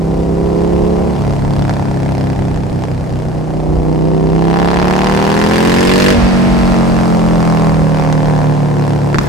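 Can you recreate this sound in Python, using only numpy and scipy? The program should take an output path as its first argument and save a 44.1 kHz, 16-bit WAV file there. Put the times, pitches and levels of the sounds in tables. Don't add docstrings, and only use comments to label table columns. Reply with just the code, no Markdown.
import sys
import numpy as np
from scipy import signal
from scipy.fft import rfft, irfft
from scipy.io import wavfile
from scipy.ndimage import uniform_filter1d, minimum_filter1d, map_coordinates

SR = 44100
rng = np.random.default_rng(int(sys.argv[2]) if len(sys.argv) > 2 else 0)


def materialize(psi):
    bounded = np.clip(np.atleast_2d(psi).T, -1, 1)
    quanta = np.round(bounded * 32767).astype(np.int16)
    wavfile.write(sys.argv[1], SR, quanta)


N = 409248
TOP_HZ = 15800
CRUISE_HZ = 35

# (order, shut and slow [dB],
# shut and fast [dB], part throttle [dB], wide open and slow [dB], wide open and fast [dB])
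ORDERS = [(2, -26.5, -42, -22.5, -23.5, -26.5), (3, -21, -23, -46, -38, -20.5),
          (4, -18, -13, -27.5, -24.5, -13.5), (5, -20.5, -18.5, -16, -12, -17),
          (6, -24.5, -35.5, -23.5, -23, -23), (7, -32.5, -23, -35.5, -37, -19),
          (8, -28.5, -39, -27.5, -25.5, -17.5), (9, -29, -29, -30, -23.5, -23.5),
          (10, -30.5, -29, -21, -17, -16), (11, -53, -36.5, -30.5, -32, -24),
          (12, -28.5, -30.5, -20, -19, -26), (13, -37, -31.5, -32.5, -22, -23.5),
          (14, -41, -27, -29, -32, -44)]


def amp(db):
    return 10 ** (np.asarray(db) / 20)


def unit(x):
    return x / np.sqrt(np.mean(x ** 2) + 1e-20)


def along(points, hz):
    f, v = np.transpose(points)
    return np.interp(np.log(hz + 1), np.log(f + 1), v)


def curves(rows):
    s, *cols = np.transpose(rows)
    return [np.interp(np.arange(N) / SR, s, c) for c in cols]


def wobble(rate):
    knots = rng.standard_normal(int(N * rate / SR) + 4)
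    return map_coordinates(knots, [np.arange(N) * rate / SR])


def coloured(x, spectrum, size=8192):
    level_db = along(spectrum, np.fft.rfftfreq(size, 1 / SR))
    cepstrum = irfft(np.log(amp(level_db)))
    cepstrum[1:size // 2] *= 2
    cepstrum[size // 2 + 1:] = 0
    response = irfft(np.exp(rfft(cepstrum)))
    return signal.fftconvolve(np.atleast_2d(x), response[None], axes=1)[:, :np.shape(x)[-1]]


def noise(spectrum):
    return unit(coloured(rng.standard_normal(N), spectrum))


def spread(spectrum, side_db):
    return noise(spectrum) + amp(side_db) * noise(spectrum) * np.array([[1], [-1]])


def wind(revs, lumps_db=3.5):
    # (frequency [Hz], relative level [dB])
    buffet_colour = [(12, -24), (25, -7), (42, 1), (65, -3.5), (100, -10), (160, -18), (300, -32),
                     (1000, -70), (3000, -120)]
    # (time [s], half width [s], level over the steady buffeting [dB])
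    gusts = [(.7, 0.98, 7.5), (1.651, .13, 5), (2.08, 0.028, 6), (2.45, .12, 11), (3.792, 0.093, 12),
             (5.849, .24, 3), (6.218, 0.074, 10.5), (6.558, 0.34, 11.5), (6.947, .07, 5), (7.332, 0.038, 7),
             (7.621, 0.34, 4.5), (7.862, 0.18, 2), (8.154, 0.3, 5), (8.851, 0.38, -6), (9.202, 0.048, 15)]
    steady_db, db_per_octave = -30, 3
    t = np.arange(N) / SR
    gust_db = sum(db * np.exp(-((t - s) / width) ** 2) for s, width, db in gusts)
    lump_db = lumps_db * np.tanh(wobble(13.0))
    level_db = steady_db + db_per_octave * revs + gust_db + lump_db
    return amp(level_db) * spread(buffet_colour, side_db=-16)


def tyres(revs):
    # (frequency [Hz], relative level [dB])
    roar_colour = [(15, -10), (45, 19), (100, 24), (200, 26), (400, 23), (900, 12), (1400, 1), (3000, -30)]
    # (frequency [Hz], relative level [dB])
    hiss_colour = [(400, -22), (1000, 9), (1400, 6.5), (2500, -1.5), (3500, -6.5), (5200, -3.5),
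                   (6500, -6.5), (8500, -8), (11000, -15), (15500, -33)]
    roar = amp(-25.0 + 9 * revs) * spread(roar_colour, side_db=-2)
    hiss_db = -40.5 + 18.2 * revs + 0.29 * wobble(21)
    return roar + amp(hiss_db) * spread(hiss_colour, side_db=-9.5)


def tunnel(x, tail_db=-11.0, dull_hz=7500):
    # (frequency [Hz], t60 [s])
    ring_time = [(150, 1.3), (1000, 7.1), (4000, 4.1), (12000, 0.16)]
    # (delay [ms], relative left gain [ratio], relative right gain [ratio])
    reflections = [(.35, -0.002, -0.07), (1.9, 0.086, -0.06), (2.9, -0.15, 0.29), (4.6, -0.22, 0.36),
                   (6.2, 0.48, -0.5), (19, 0.038, -0.0096)]
    hz, t, z = signal.stft(rng.standard_normal((2, SR)), SR, nperseg=256)
    decay = amp(-60 * t / along(ring_time, hz)[:, None])
    tails = signal.istft(z * decay, SR, nperseg=256)[1]
    near = np.zeros(tails.shape)
    for ms, left, right in reflections:
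        near[:, round(ms * SR / 1000)] += [left, right]
    strength = np.sqrt(1 + np.sum(near[0] ** 2))
    near = signal.filtfilt(*signal.butter(2, min(dull_hz, TOP_HZ), fs=SR), near, padlen=0)
    near[:, 0] += 1
    response = near / strength + amp(tail_db) * tails / np.linalg.norm(tails[0])
    return signal.fftconvolve(x, response, axes=1)[:, :N]


def drifting_wall(x, delay_ms=8.5, drift_ms=0.46, echo_db=-13):
    drift = np.array([wobble(1.6), wobble(1.6)])
    delay = (delay_ms + drift_ms * drift) * SR / 1000
    dull = signal.sosfilt(signal.butter(2, 1200, fs=SR, output="sos"), x)
    samples = np.arange(N)
    echo = np.array([np.interp(samples - d, samples, side) for d, side in zip(delay, dull)])
    return x + amp(echo_db) * echo


def blast(t, spectrum, bright_hz=TOP_HZ, life=.0008, puff=.13):
    gas = puff * np.exp(-t / life) * rng.standard_normal(len(t))
    front = gas - (t == 0)
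    softened = signal.lfilter(*signal.butter(1, bright_hz, fs=SR), front)
    crack = coloured(softened, spectrum)[0]
    return crack / np.abs(crack).max()


def pipe_knocks():
    # (time [s], peak level [dB])
    knocks = [(1.449, -11), (1.535, -13), (1.5638, -23), (1.695, -1.5), (1.736, -17), (1.795, -12),
              (1.824, -14), (1.913, -9), (1.9718, -16), (2.179, -31), (2.332, -24), (2.514, -22),
              (2.561, -10.5), (2.635, -15), (2.8381, -6), (3.505, -16), (3.539, -18), (3.570, -19),
              (8.127, -2.5)]
    # (frequency [Hz], relative level [dB])
    knock_colour = [(150, -10), (400, -9), (580, -5), (700, 3), (850, 1.5), (1000, -2.5), (1250, -10),
                    (1750, -15), (2300, -24), (3500, -26), (6000, -28), (9000, -39), (15000, -55)]
    out, t = np.zeros(N + SR), np.arange(SR // 20) / SR
    for s, db in knocks:
        out[round(s * SR):][:len(t)] += amp(db) * blast(t, knock_colour)
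    return out[:N]


def gearshift(thump_s=.003, tumble_db=-25, tumble_s=.15):
    # (time [s], crack peak level [dB], bright up to [Hz], thump starting level [dB], thump pitch [Hz])
    bangs = [(9.1448, 1.5, 800, -1, 366), (9.157, -8, 400, -12, 170), (9.1849, 7.5, 5000, -0.5, 220),
             (9.212, -13, 500, -18, 260)]
    # (frequency [Hz], relative level [dB])
    crack_colour = [(150, -21), (500, -22), (800, -1), (1100, 5), (1500, 3), (2600, -1), (3000, -7),
                    (3600, -1), (5500, -7), (8000, -6), (10000, -13), (15000, -46)]
    # (frequency [Hz], relative level [dB])
    tumble_colour = [(60, -18), (250, 8), (700, -5), (1400, -14), (2500, -23), (6000, -23), (15000, -34)]
    out, t = np.zeros(N + SR), np.arange(SR // 20) / SR
    for s, db, bright_hz, thump_db, thump_hz in bangs:
        knock = np.exp(-t / thump_s) * np.sin(2 * np.pi * thump_hz * t)
        crack = amp(db) * blast(t, crack_colour, bright_hz)
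        out[round(s * SR):][:len(t)] += crack - amp(thump_db) * knock
    since = np.arange(N) / SR - bangs[-1][0]
    fade = (since > 0) * np.exp(-np.abs(since) / tumble_s)
    tumble = fade * amp(tumble_db + 3.4 * wobble(120))
    return out[:N] + tumble * noise(tumble_colour)


def boom(angle, throttle, speed, waver_db=1, stumble_db=1.0, dispersion=1.3, loaded=0.43):
    # (slow [cycles/s], fast [cycles/s])
    shut_range = (34.47, 37.43)
    wide_range = (34.6, 44.8)
    # (frequency [Hz], gain [dB])
    silencer = [(60, 0), (105, -0.5), (126, -1), (140, 0.5), (157, 1.5), (178, -2.5), (220, 1.5),
                (240, -1.5), (264, 2), (288, -0.5), (320, -2), (415, -2), (600, -1)]
    # (frequency [Hz], side over mid [dB])
    width = [(65, -19), (160, -6), (280, -2.5), (500, -2)]
    # (time [s], level [dB], left over right [dB])
    standing = [(0, -1.5, -2), (.82, -1, -3.5), (1.3, -1.5, -1), (1.7, -1.5, 0.5), (2.09, -1, 2),
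                (2.64, -4.5, -2), (3.2, -5.5, -2), (3.5, -5, -2), (3.8, -4.5, -3), (4.2, -1.5, -2.5),
                (4.57, -2.5, -3), (5.25, -3, -0.5), (6.4, 0.5, -1), (7.49, 0, 0.5), (7.98, -3, -4),
                (9.17, 0, 0.5), (9.28, -5, 1.5)]
    out = np.zeros((2, N))
    load, wide = np.clip(throttle / loaded, 0, 1), np.clip((throttle - .5) * 2, 0, 1)
    for order, shut_slow, shut_fast, part, wide_slow, wide_fast in ORDERS:
        k = round(order)
        wide_db = np.interp(speed, wide_range, [wide_slow, wide_fast])
        open_db = (1 - wide) * part + wide * wide_db
        shut_db = np.interp(speed, shut_range, [shut_slow, shut_fast])
        smear = dispersion * (k - 5) ** 2 - 2 * np.pi * k * .38
        beats = np.exp(-2j * np.pi * k * np.array([.385, .785])).sum()
        strokes = smear if k < 8 else np.angle(beats)
        blowdown = smear if k < 10 else np.pi - 2 * np.pi * k * .02
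        open_gain = load * amp(open_db) * np.exp(1j * strokes)
        shut_gain = (1 - load) * amp(shut_db) * np.exp(1j * blowdown)
        colour = amp(along(silencer, k * speed))
        tone = (open_gain + shut_gain) * colour * np.exp(2j * np.pi * k * angle)
        mid = -amp(waver_db * k / 5 * np.tanh(wobble(5.4))) * tone.real
        side = amp(along(width, k * speed)) * (0.88 + 0.53 * wobble(1.406)) * tone.imag
        out += np.sqrt(2) * np.array([mid + side, mid - side])
    slowness = (CRUISE_HZ / speed) ** 4
    stumble = amp(stumble_db * (2.0 - load) * slowness * np.tanh(wobble(28)))
    level_db, pan_db = curves(standing)
    return out * stumble * amp(level_db + pan_db * np.array([[.5], [-.5]]))


def firings(angle, first, second, second_db, scatter_db, jitter_ms):
    cycles, samples = np.arange(int(angle[-1]) + 1), np.arange(N)
    at = [np.interp(cycles, angle - lag, samples, left=-SR, right=-SR) for lag in (first, second)]
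    at = np.transpose(at)
    at = at + jitter_ms * SR / 1000 * rng.standard_normal(at.shape)
    excess = np.interp(at, samples, second_db + np.zeros(N))
    scatter = np.interp(at, samples, scatter_db + np.zeros(N))
    strength = amp(excess * [-.5, .5] + scatter * rng.standard_normal(at.shape))
    inside = (at >= 0) & (at < N - 1)
    return unit(np.bincount(np.round(at[inside]).astype(int), strength[inside], N))


def valve_shaped(pulses, spectrum, angle):
    clock = angle / CRUISE_HZ * SR
    smooth = signal.sosfiltfilt(signal.butter(2, 4000, fs=SR, output="sos"), pulses)
    steady = np.interp(np.arange(clock[-1]), clock, smooth)
    shaped = coloured(steady, spectrum)[0]
    cut_hz = (len(ORDERS) + 1.3) * CRUISE_HZ
    upper = signal.sosfiltfilt(signal.butter(10, cut_hz, "high", fs=SR, output="sos"), shaped)
    return unit(np.interp(clock, np.arange(len(upper)), upper))


def gas_rush(pulses, life, between, shared):
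    flare = unit(signal.lfilter([1], [1, -np.exp(-1 / (life * SR))], np.abs(pulses)))
    hiss = rng.standard_normal((2, N)) + shared * rng.standard_normal(N)
    return unit((flare + between) * hiss)


def effort(law, throttle, revs):
    levelling = 1
    shut, half, wide, shut_slope, wide_slope = law
    shut_growth_db = (1 - throttle) * shut_slope * (revs - levelling * revs ** 2)
    growth_db = shut_growth_db + throttle * wide_slope * revs
    return amp(np.interp(throttle, [0, .5, 1], [shut, half, wide]) + growth_db)


def chuff(angle, first, second, drawn):
    # (time [s], level [dB])
    chuff_level = [(1.2, -45), (1.45, -30.5), (2, -30), (2.8, -37.5), (3.3, -33), (6.3, -40), (7.3, -33),
                   (8.2, -23), (9.28, -31.5)]
    # (frequency [Hz], relative level [dB])
    hollow = [(100, -16.5), (300, -8.5), (450, 0.5), (700, 3), (850, 0.5), (1000, -2), (1300, -14),
              (1750, -10.5), (2400, -25.5), (5000, -33), (15000, -64)]
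    beats = firings(angle, first, second, 10, scatter_db=.6, jitter_ms=.02)
    return amp(curves(chuff_level)[0]) * (1 - drawn) * unit(coloured(beats, hollow))


def rasp(pulses):
    # (frequency [Hz], relative level [dB])
    rasp_colour = [(900, -3), (2000, 7), (3000, 4.5), (4000, 1.5), (5100, 2), (6500, -3.5), (8500, -6),
                   (11000, -12.5), (15500, -19)]
    return unit(coloured(gas_rush(pulses, life=.0015, between=.38, shared=5), rasp_colour))


def bark(pulses, drawn):
    # (frequency [Hz], relative level [dB])
    bark_colour = [(500, -30), (1000, 13), (1350, 11.5), (1750, 12.5), (2300, 5), (2800, 3), (3200, -4),
                   (4500, -2), (6000, -10), (9000, -30), (15500, -55)]
    # (frequency [Hz], relative level [dB])
    spit_colour = [(450, -28), (700, 0.5), (1000, 14.5), (1350, 17), (1750, 10), (2300, 6), (2800, -3.5),
                   (3300, -13), (4800, -2.5), (6500, -13), (9000, -34), (15500, -51)]
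    puffs = pulses + .22 * gas_rush(pulses, life=.0012, between=0.05, shared=0.7)
    open_bark = drawn * unit(coloured(puffs, bark_colour))
    return open_bark + (1 - drawn) * unit(coloured(puffs, spit_colour))


def thump(intake, gulps, exhaust, angle, throttle):
    # (frequency [Hz], relative level [dB])
    airbox = [(480, 1.5), (540, 11), (600, -2.5), (690, -5.5), (790, -2.5), (880, -15), (1010, -7.5),
              (1100, -20), (1250, -20), (1600, -24.5), (4000, -52.5)]
    wide_open = [(480, 1.5), (580, 7), (680, 5.5), (800, 6), (900, 1.5), (1030, -3), (1200, -6),
                 (1700, -28.5), (4000, -42)]
    pipe = [(480, 1), (570, -0.5), (620, -2.5), (720, -3), (800, -5), (880, -3.5), (970, -6), (1100, -15),
            (1300, -24), (1750, -41.5), (4000, -50)]
    # (frequency [Hz], relative level [dB])
    airbox_body = [(440, 2), (480, -2), (535, 1), (600, 1), (680, 1), (780, 4.5), (860, 0), (925, 2.5),
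                   (1000, 3.5), (1100, 2.5)]
    pipe_body = [(500, 1), (590, 1), (680, 0), (750, 2), (850, -3), (960, -2), (1100, -2.5), (1300, 0.2)]
    steep = np.clip((throttle - .5) * 2, 0, 1)
    soft_honk = (1 - steep) * valve_shaped(intake, airbox, angle)
    honk = soft_honk + steep * valve_shaped(gulps, wide_open, angle)
    beat = coloured(valve_shaped(exhaust, pipe, angle), pipe_body)
    return unit(coloured(honk, airbox_body)) - amp(4.5) * unit(beat)


def engine(angle, throttle, revs):
    # (time [s], first pulse [cycles], second pulse [cycles],
    # second over first [dB])
    uneven = [(0, .6, .93, -1), (1.2, .55, .93, 2), (1.45, .63, .97, 7), (2.9, .65, .975, 8),
              (3.25, .65, 1.0, -7), (3.5, .55, 1.0, -11), (4.2, .59, .95, 0), (6.3, .6, 1.02, 1),
              (6.8, .6, 1.02, 4), (7.5, .595, 1.03, 6), (8.3, .565, 1.0, 0), (9.28, .57, .99, 4)]
    # (engine speed [cycles/s], second over first [dB])
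    intake_balance = [(35, 1), (38, 6), (42, -4.5), (48, -8.5)]
    honk_balance = [(33.5, 1), (36, -5.5), (42, 1), (48, -7)]
    # (shut [dB], half open [dB], wide open [dB],
    # growth shut [dB per octave], growth wide open [dB per octave])
    thump_law = (-33, -29, -20, 10.5, -18)
    bark_law = (-38.5, -39, -23, 44, 11)
    rasp_law = (-40, -43, -31, 18, 27)
    drawn = np.clip(throttle * 1.5, 0, 1)
    first, second, second_db = curves(uneven)
    speed = CRUISE_HZ * 2 ** revs
    strokes = .355 + .016 * throttle, .755 + .06 * revs
    draw_db, honk_db = along(intake_balance, speed), along(honk_balance, speed)
    intake = np.sqrt(drawn) * firings(angle, *strokes, draw_db, scatter_db=.6, jitter_ms=.012)
    gulps = firings(angle, *strokes, honk_db, scatter_db=.5, jitter_ms=.012)
    exhaust = firings(angle, first, second, second_db, scatter_db=.7, jitter_ms=.02)
    burble = amp(2.9 * np.tanh(wobble(7)))
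    exhaust = np.sqrt(1 - drawn) * exhaust * burble
    pulses = unit(intake - exhaust)
    out = chuff(angle, first, second, drawn)
    out = out + effort(rasp_law, throttle, revs) * rasp(pulses)
    out = out - effort(thump_law, throttle, revs) * thump(intake, gulps, exhaust, angle, throttle)
    return out - effort(bark_law, throttle, revs) * bark(pulses, drawn)


def scene():
    # (time [s], engine speed [four-stroke cycles/s])
    engine_speed = [(0, 32.95), (.4, 33.68), (1.1, 35.87), (1.27, 34.61), (1.4, 35.22), (2, 33.78),
                    (3.2, 31.36), (3.8, 31.18), (4.3, 32.63), (4.8, 35.72), (5.3, 39.92), (6.08, 48.56),
                    (6.22, 46.21), (6.42, 46.83), (7.3, 42.83), (7.95, 38.97), (8.7, 36.57), (9.28, 35.25)]
    # (time [s], throttle opening [0-1])
    hand = [(0, 0.38), (.7, 0.61), (1.08, 0.41), (1.24, 0), (3.22, 0), (3.42, 0.24), (3.8, 0.64),
            (4.25, 0.65), (4.6, 1), (6.12, 0.95), (6.2, 0.03), (9.28, 0)]
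    speed, = curves(engine_speed)
    angle, revs = np.cumsum(speed) / SR, np.log2(speed / CRUISE_HZ)
    throttle = np.clip(curves(hand)[0], 0, 1)
    air = wind(revs) + tyres(revs)
    drone = boom(angle, throttle, speed)
    bangs = pipe_knocks() + gearshift()
    machine = drifting_wall(engine(angle, throttle, revs))
    return tunnel(machine + bangs) + drone + air


def record(dry, ceiling=1.4, knee=8, size=41):
    needed = np.minimum(1, ceiling / (np.abs(dry).max(0) + 1e-9))
    limited = dry * uniform_filter1d(minimum_filter1d(needed, size), size)
    squashed = limited / (1 + np.abs(limited) ** knee) ** (1 / knee)
    return irfft(rfft(squashed) * (np.fft.rfftfreq(N, 1 / SR) < TOP_HZ), N)


dry = scene()
out = record(dry)
materialize(out)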